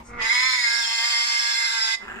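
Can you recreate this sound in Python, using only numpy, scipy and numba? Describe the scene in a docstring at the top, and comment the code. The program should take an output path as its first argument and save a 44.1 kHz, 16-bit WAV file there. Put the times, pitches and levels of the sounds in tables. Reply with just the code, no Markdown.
"""A grey parrot growls once in a small indoor aviary, close to a hand-held phone.
A soft buzz breaks into a long harsh rasp and ends in a low rattling croak.
Uneven syrinx pulses ring the throat, at times in clear tones, while air tears through it.
Cage walls echo the call over a faint hum."""
import sys
import numpy as np
from scipy import signal
from scipy.fft import rfft, irfft
from scipy.io import wavfile
from scipy.ndimage import uniform_filter1d, map_coordinates
from numba import njit

SR = 44100
rng = np.random.default_rng(int(sys.argv[2]) if len(sys.argv) > 2 else 0)


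def transcribe(u):
    """Save the signal u as a 16-bit wav file named by the first command-line argument.

    u: samples, shape (n,) or (channels, n), limited to [-1, 1]; the rate is SR.
    q: integer samples, one column per channel.
    """
    v = np.clip(np.atleast_2d(u).T, -1, 1)
    q = np.round(v * 32767).astype(np.int16)
    wavfile.write(sys.argv[1], SR, q)


N = 97020


def growl(start_s=.17, attack_s=.04, break_s=.218, stop_s=1.946, release_s=.007):
    """Syrinx pulses and puffs of air sound low harmonics, ring mouth and throat, and drive the rasp."""
    # Each row: time in seconds, syrinx pitch in Hz.
    pitch_hz = [(.22, 223), (.3, 231), (.32, 242.5), (.47, 258.5), (.6, 245.7), (.665, 234.5), (.8, 234),
                (.888, 229.5), (.99, 230), (1.096, 234), (1.35, 235.5), (1.72, 230.5), (1.81, 223),
                (1.84, 226)]
    # Each row: time in seconds, pulse unevenness from 0 to 1.
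    roughness = [(.2, .75), (.42, .7), (.58, .65), (.7, .3), (.95, .4), (1.5, .4), (1.95, .45)]
    # Each row: time in seconds, then relative levels in dB of low harmonics, mouth, throat, rasp.
    levels = [(.16, -46, -55, -35, -62), (.205, -36, -52, -13, -33), (.22, -31, -37, -18.5, -33),
              (.275, -34, -27, -19.5, -28), (.31, -33, -23, -18, -27), (.345, -37.5, -29, -20.5, -24.5),
              (.39, -33.5, -31, -15.5, -25.5), (.53, -35, -30, -19.5, -24.5), (.56, -36.5, -30, -17, -26),
              (.635, -39, -28, -20.5, -25.5), (.68, -37, -23.5, -23.5, -25), (.78, -37, -23.5, -32.5, -25),
              (.89, -37.5, -29.5, -39, -26), (1.06, -35.5, -24.5, -29, -23.5),
              (1.35, -38.5, -27.5, -41.5, -24.5), (1.65, -40, -22.5, -31.5, -25),
              (1.8, -36, -23.5, -34, -26.5), (1.88, -35, -24.5, -27, -25.5),
              (1.945, -40.5, -32.5, -33, -26.5)]
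    # Each row: frequency in Hz, gain of the low harmonics in dB.
    low_shape = [(200, -46.5), (470, -16.5), (590, -36), (685, -3.5), (780, -30), (910, 2.5), (1030, 4.5),
                 (1170, 0.5), (1290, 5), (1410, -5.5), (1640, -9), (1850, 6), (2100, -4.5), (2530, 5),
                 (2800, -0.5), (3250, -4), (4200, -16.5), (9000, -66.5)]
    # Each row: time in seconds, throat resonance in Hz.
    throat_hz = [(.22, 2062), (.32, 2100), (.48, 2196), (.62, 2114), (.9, 2090), (1.3, 2054), (1.95, 2090)]
    t, rough = np.arange(N) / SR, curve(roughness)
    low_db, mouth_db, throat_db, rasp_db = (curve(levels, k) for k in range(1, 5))
    uneven, even, phase = syrinx(curve(pitch_hz) * (1 + .005 * walk(45)), rough)
    puffs = unit((1 + np.exp(-phase)) * rng.standard_normal(N))
    drive = uneven + undb(-11) * rough * puffs
    low = unit(colour(even + undb(-16) * puffs, low_shape)) * undb(low_db + 1.6 * walk(49.66))
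    mouth = resonance(drive + undb(-4) * puffs, hz=1648, width_hz=720) * undb(mouth_db - 7)
    throat = resonance(drive, curve(throat_hz), width_hz=323)
    throat *= undb(throat_db - 6.5 + .7 * walk(70.06))
    tones = clear_tones(phase)
    jet = puffs + undb(-11) * uneven + undb(-14) * even
    rasp = beak_rasp(jet) * undb(rasp_db - 1.5)
    harsh = butterworth(mouth + throat + rasp, "high", hz=1300, order=8)
    harsh *= undb(-7.5 * np.clip((break_s - t) / .0017, 0, 1))  # held down until the break
    gate = np.clip((t - start_s) / attack_s, 0, 1) * np.exp(-np.maximum(t - stop_s, 0) / release_s)
    return gate * (low + harsh + tones)


def syrinx(hz, rough, jitter_s=.000039):
    """One pulse a cycle, uneven in time and size; returns two trains and the phase in cycles."""
    t, phase = np.arange(N) / SR, np.cumsum(hz) / SR
    times = np.interp(np.arange(1, int(phase[-1])), phase, t)
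    slip, strength = rng.standard_normal((1000, 2))[:len(times)].T * np.interp(times, t, rough)
    uneven = clicks(times + jitter_s * slip, undb(2 * strength))
    even = clicks(times + 1.6 * jitter_s * slip, undb(1.8 * strength))  # evener in size, looser in time
    return unit(uneven), unit(even), phase % 1


def beak_rasp(jet):
    """Air rasps and whistles through the bright resonances of throat and open beak."""
    # Each row: time in seconds, four resonance centres in Hz.
    centres_hz = [(.24, 3370, 3874, 5016, 6530), (.5, 3540, 4186, 5280, 6980),
                  (.66, 3900, 4290, 5030, 6810), (.77, 4000, 4620, 5420, 7200),
                  (.85, 3250, 4400, 5400, 7130), (1.08, 3221, 4450, 5070, 7100),
                  (1.37, 3310, 4450, 5290, 6860), (1.65, 3590, 4090, 5146, 7130),
                  (1.86, 3530, 3836, 5075, 6800)]
    # Each row: width of one resonance in Hz, its gain in dB.
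    bands = [(200, -1), (220, 1), (340, 7), (380, 9)]
    # Each row: frequency in Hz, gain of the air noise in dB.
    air_shape = [(300, -74.5), (700, 15.5), (1100, -26), (1550, -0.5), (2000, 1.5), (2500, 2.5),
                 (2950, -6.5), (3350, 1), (4000, -5), (4500, 1), (5300, -1), (6100, -8), (7200, -9),
                 (8300, -17.5), (9200, -15), (10300, -26.5), (12000, -20), (13300, -29.5), (15000, -30)]
    # Each row: time in seconds, ringing of the lower three resonances in dB relative to the air noise.
    whistle_db = [(.25, -18, -14, -14), (.4, -16, -6, -9), (.6, -14, -8, -10), (.77, -20, -13, -5),
                  (.85, -7, -8, -9), (1, -9, -17, -14), (1.35, -16, -15, -4.5), (1.7, -15, -12, -8),
                  (1.9, -13, -12, -4.5)]
    air = colour(jet, air_shape)
    peaks = sum(undb(db) * svf(air, curve(centres_hz, k), float(width_hz))
                for k, (width_hz, db) in enumerate(bands, 1))
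    whistle = np.zeros(N)
    for k in range(1, 4):
        ring = resonance(rng.standard_normal(N), curve(centres_hz, k), width_hz=150)
        whistle += ring * undb(curve(whistle_db, k))
    return unit(air + peaks) + whistle


def clear_tones(phase, throat_harmonic=9, mouth_harmonic=7, wander_rad=.45):
    """Harmonics near the throat and mouth resonances ring clear, in uneven swells."""
    # Each row of both: time in seconds, tone level in dB.
    throat_db = [(0.211, -50), (.235, -36), (.275, -29), (0.318, -24), (.345, -49), (.58, -42), (.635, -33),
                 (.73, -31), (.87, -50), (1.001, -34.5), (1.09, -45), (1.151, -31.5), (1.3, -39),
                 (1.376, -31.5), (1.41, -40.5), (1.485, -30.5), (1.53, -41), (1.59, -30.5), (1.68, -34.5),
                 (1.83, -38.5), (1.88, -37), (1.945, -35)]
    mouth_db = [(.63, -64), (.67, -36), (.82, -34.5), (.88, -55), (1.6, -36), (1.7, -45)]
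    tones = np.zeros(N)
    for harmonic, levels in (throat_harmonic, throat_db), (mouth_harmonic, mouth_db):
        wave = np.sin(2 * np.pi * harmonic * phase + wander_rad * walk(130))
        tones += unit(wave * undb(walk(90))) * undb(curve(levels))
    return tones


def buzz(pitch_hz=238, air_db=-7):
    """Rough syrinx pulses and breath make the soft, dull lead-in."""
    # Each row: frequency in Hz, gain in dB.
    shape = [(100, -7.5), (236, -19), (470, 2), (700, -10.5), (950, 0), (1200, 2), (1420, 8), (1680, -9.5),
             (2100, 4.5), (2400, -4.5), (2900, -26), (7000, -29.5), (12000, -83)]
    # Each row: time in seconds, level in dB.
    levels = [(0, -85), (.06, -56.5), (.11, -44), (.2, -36), (.26, -41), (.36, -56), (.6, -110)]
    pulses = syrinx(pitch_hz * (1 + .005 * walk(28.8)), rough=np.full(N, .99))[0]
    breath = undb(air_db) * rng.standard_normal(N)
    return unit(colour(pulses + breath, shape)) * undb(curve(levels))


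def croak(ring_s=.007, gurgle_start_s=1.97, rise_s=.1, gurgle_per_s=330):
    """Slow separate pulses, each with a short rough ring, over a swelling gurgle of weak ones."""
    # Each row: time in seconds, relative pulse level in dB.
    strong_pulses = [(2.015, -3), (2.029, 2), (2.075, 1.5), (2.081, 5.5), (2.099, 5), (2.118, 6.5),
                     (2.143, 2.5), (2.159, 8), (2.174, -0.5), (2.188, 5)]
    # Each row: frequency in Hz, gain in dB.
    shape = [(120, -16), (230, 2), (300, -8), (410, 3), (550, -9.5), (1100, -4.5), (1650, 11.5), (2200, -4),
             (2750, -1.5), (5500, -45), (7300, -13.5), (8500, -36)]
    times, db = np.array(strong_pulses).T
    pulses = clicks(times, undb(db))
    fade = np.exp(-np.arange(N) / SR / ring_s)
    ring = signal.fftconvolve(pulses, fade / np.linalg.norm(fade))[:N] * rng.standard_normal(N)
    gaps, sizes = rng.random((120, 2)).T
    age_s = np.cumsum(2 * gaps / gurgle_per_s)
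    at_s = gurgle_start_s + age_s
    gurgle = clicks(at_s, sizes * np.minimum(age_s / rise_s, 1) * (at_s < N / SR))
    return colour(undb(-13.5) * (pulses + undb(-3) * ring) + undb(-11) * gurgle, shape)


def rustle(peak_s=.075, spread_s=.035, level_db=-56):
    """A faint brush of hiss before the growl."""
    swell = np.exp(-((np.arange(N) / SR - peak_s) / spread_s) ** 2)
    return undb(level_db) * swell * resonance(rng.standard_normal(N), hz=6400, width_hz=3000)


def cage_reflections(x, side, sway_s=.00006):
    """Nearby surfaces reflect the call; the delays sway as the hand moves the phone."""
    # Each row: left delay in seconds, right delay in seconds, gain in dB.
    surfaces = [(.0023, 0.0044, -13.5), (.0052, 0.0082, -4.5), (.0079, 0.0106, -9)]
    return sum(undb(row[2]) * delayed(x, row[side] + sway_s * walk(4.34)) for row in surfaces)


def room_echoes(x, t60_s=.38, gain_db=-14):
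    """Dense reflections die away in the aviary."""
    # Each row: frequency in Hz, relative gain in dB.
    shape = [(200, -36), (900, 4.5), (1600, -2), (2100, 12.5), (2600, 1)]
    t = np.arange(N // 2) / SR
    tail = rng.standard_normal(N // 2) * undb(-60 * t / t60_s) * (t > .001)
    return undb(gain_db) * colour(signal.fftconvolve(x, tail / np.linalg.norm(tail))[:N], shape)


def background(split_hz=400, bass_side_db=-14):
    """Near-centred rumble and hum under a wide faint hiss; all sink during the growl."""
    # Each row: frequency in Hz, noise gain in dB.
    shape = [(25, -9), (55, -2), (80, -8.5), (300, -15), (700, -13.5), (1000, -4), (1500, -22), (2200, -17),
             (3200, -27), (15000, -45.5)]
    # Each row: time in seconds, bass level in dB, treble level in dB.
    levels = [(0, -48, -41), (.05, -53, -55), (.14, -46, -52), (.23, -47.5, -51), (.3, -61, -52.5),
              (.8, -66, -53.5), (1.92, -71, -57), (2.05, -58, -47.5), (2.2, -49.5, -47)]
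    # Each row: frequency in Hz, level in dB relative to the rumble.
    hum_tones = [(57, -8), (237, -3)]
    t, polarity = np.arange(N) / SR, np.array([[1], [-1]])
    noises = [colour(rng.standard_normal(N), shape) for _ in range(2)]
    low_mid, low_side = (unit(butterworth(x, "low", split_hz)) for x in noises)
    high_mid, high_side = (unit(butterworth(x, "high", split_hz)) for x in noises)
    hum = sum(undb(db) * unit(np.sin(2 * np.pi * hz * t + .31 * walk(9.5))) for hz, db in hum_tones)
    bass = low_mid + hum + undb(bass_side_db) * polarity * low_side
    treble = (high_mid + polarity * high_side) / np.sqrt(2)
    return bass * undb(curve(levels, 1)) + treble * undb(curve(levels, 2))


def undb(db):
    """Decibels to gain."""
    return 10 ** (np.asarray(db) / 20)


def unit(x):
    """Scale to rms 1."""
    return x / np.sqrt(np.mean(x ** 2))


def curve(table, column=1):
    """One column of a time table at every sample."""
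    rows = np.array(table, float)
    return np.interp(np.arange(N) / SR, rows[:, 0], rows[:, column])


def walk(rate_hz):
    """Smooth random wander of rms 1."""
    hold = max(int(SR / rate_hz), 1)
    steps = np.repeat(rng.standard_normal(N // hold + 1), hold)
    return unit(uniform_filter1d(steps, hold)[:N])


def clicks(times_s, sizes):
    """Impulses shared between neighbouring samples."""
    at = np.clip(times_s * SR, 0, N - 2)
    i = at.astype(int)
    return np.bincount(i, sizes * (1 - at + i), N) + np.bincount(i + 1, sizes * (at - i), N)


def colour(x, points, power=1, size=4096):
    """Minimum-phase filter through (Hz, dB) points; power scales the dB."""
    hz, db = np.array(points, float).T
    shape = np.interp(np.log(np.arange(size // 2 + 1) * SR / size + 1), np.log(hz), db)
    cepstrum = irfft(np.log(undb(shape * power)))
    cepstrum[1:size // 2] *= 2
    cepstrum[size // 2 + 1:] = 0
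    return signal.fftconvolve(x, irfft(np.exp(rfft(cepstrum))))[:N]


def butterworth(x, kind, hz, order=4):
    """Low-pass or high-pass."""
    return signal.sosfilt(signal.butter(order, hz, kind, fs=SR, output="sos"), x)


@njit
def svf(x, hz, width_hz):
    """Band-pass with a moving centre, gain 1 there."""
    y, band, low = np.empty(len(x)), 0., 0.
    for i in range(len(x)):
        g, damping = np.tan(np.pi * hz[i] / SR), width_hz / hz[i]
        v = (band + g * (x[i] + 1e-18 - low)) / (1 + g * (g + damping))
        band, low, y[i] = 2 * v - band, low + 2 * g * v, damping * v
    return y


def resonance(x, hz, width_hz):
    """The band-pass applied twice, scaled to rms 1."""
    centre = hz * np.ones(N)
    return unit(svf(svf(x, centre, float(width_hz)), centre, float(width_hz)))


def delayed(x, seconds):
    """Steady or moving delay."""
    return map_coordinates(x, [np.arange(N) - seconds * SR])


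def scene():
    """The bird is nearer the left microphone; each side has its own colour and reflections."""
    # Each row: time in seconds, lag of the right microphone in seconds as the phone turns.
    right_lag_s = [(.18, 0.000023), (.26, 0.00052), (1.94, 0.0004763), (2.02, 0.00018)]
    # Each row: frequency in Hz, left minus right in dB.
    balance = [(60, 17.5), (230, 19), (450, 0), (700, 19.5), (930, 10), (1170, -14), (1400, -1),
               (1650, -4.5), (2100, -6), (2550, 7.5), (3500, -5), (4500, -4), (5300, -2.5), (6800, 0),
               (8200, 18), (9500, 8), (12000, 0), (15000, 11)]
    bird = growl() + buzz() + croak() + rustle()
    right = delayed(bird, curve(right_lag_s) + .00002 * walk(2.805))
    channels = []
    for side, (direct, share) in enumerate([(bird, .5), (right, -.5)]):
        heard = direct + cage_reflections(bird, side) + room_echoes(bird)
        channels.append(colour(heard, balance, share))
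    return np.array(channels) + background()


def record(dry):
    """The phone cuts the treble above 15.5 kHz."""
    return signal.sosfilt(signal.ellip(10, .2, 80, 15500, fs=SR, output="sos"), dry)


dry = scene()
out = record(dry)
transcribe(out)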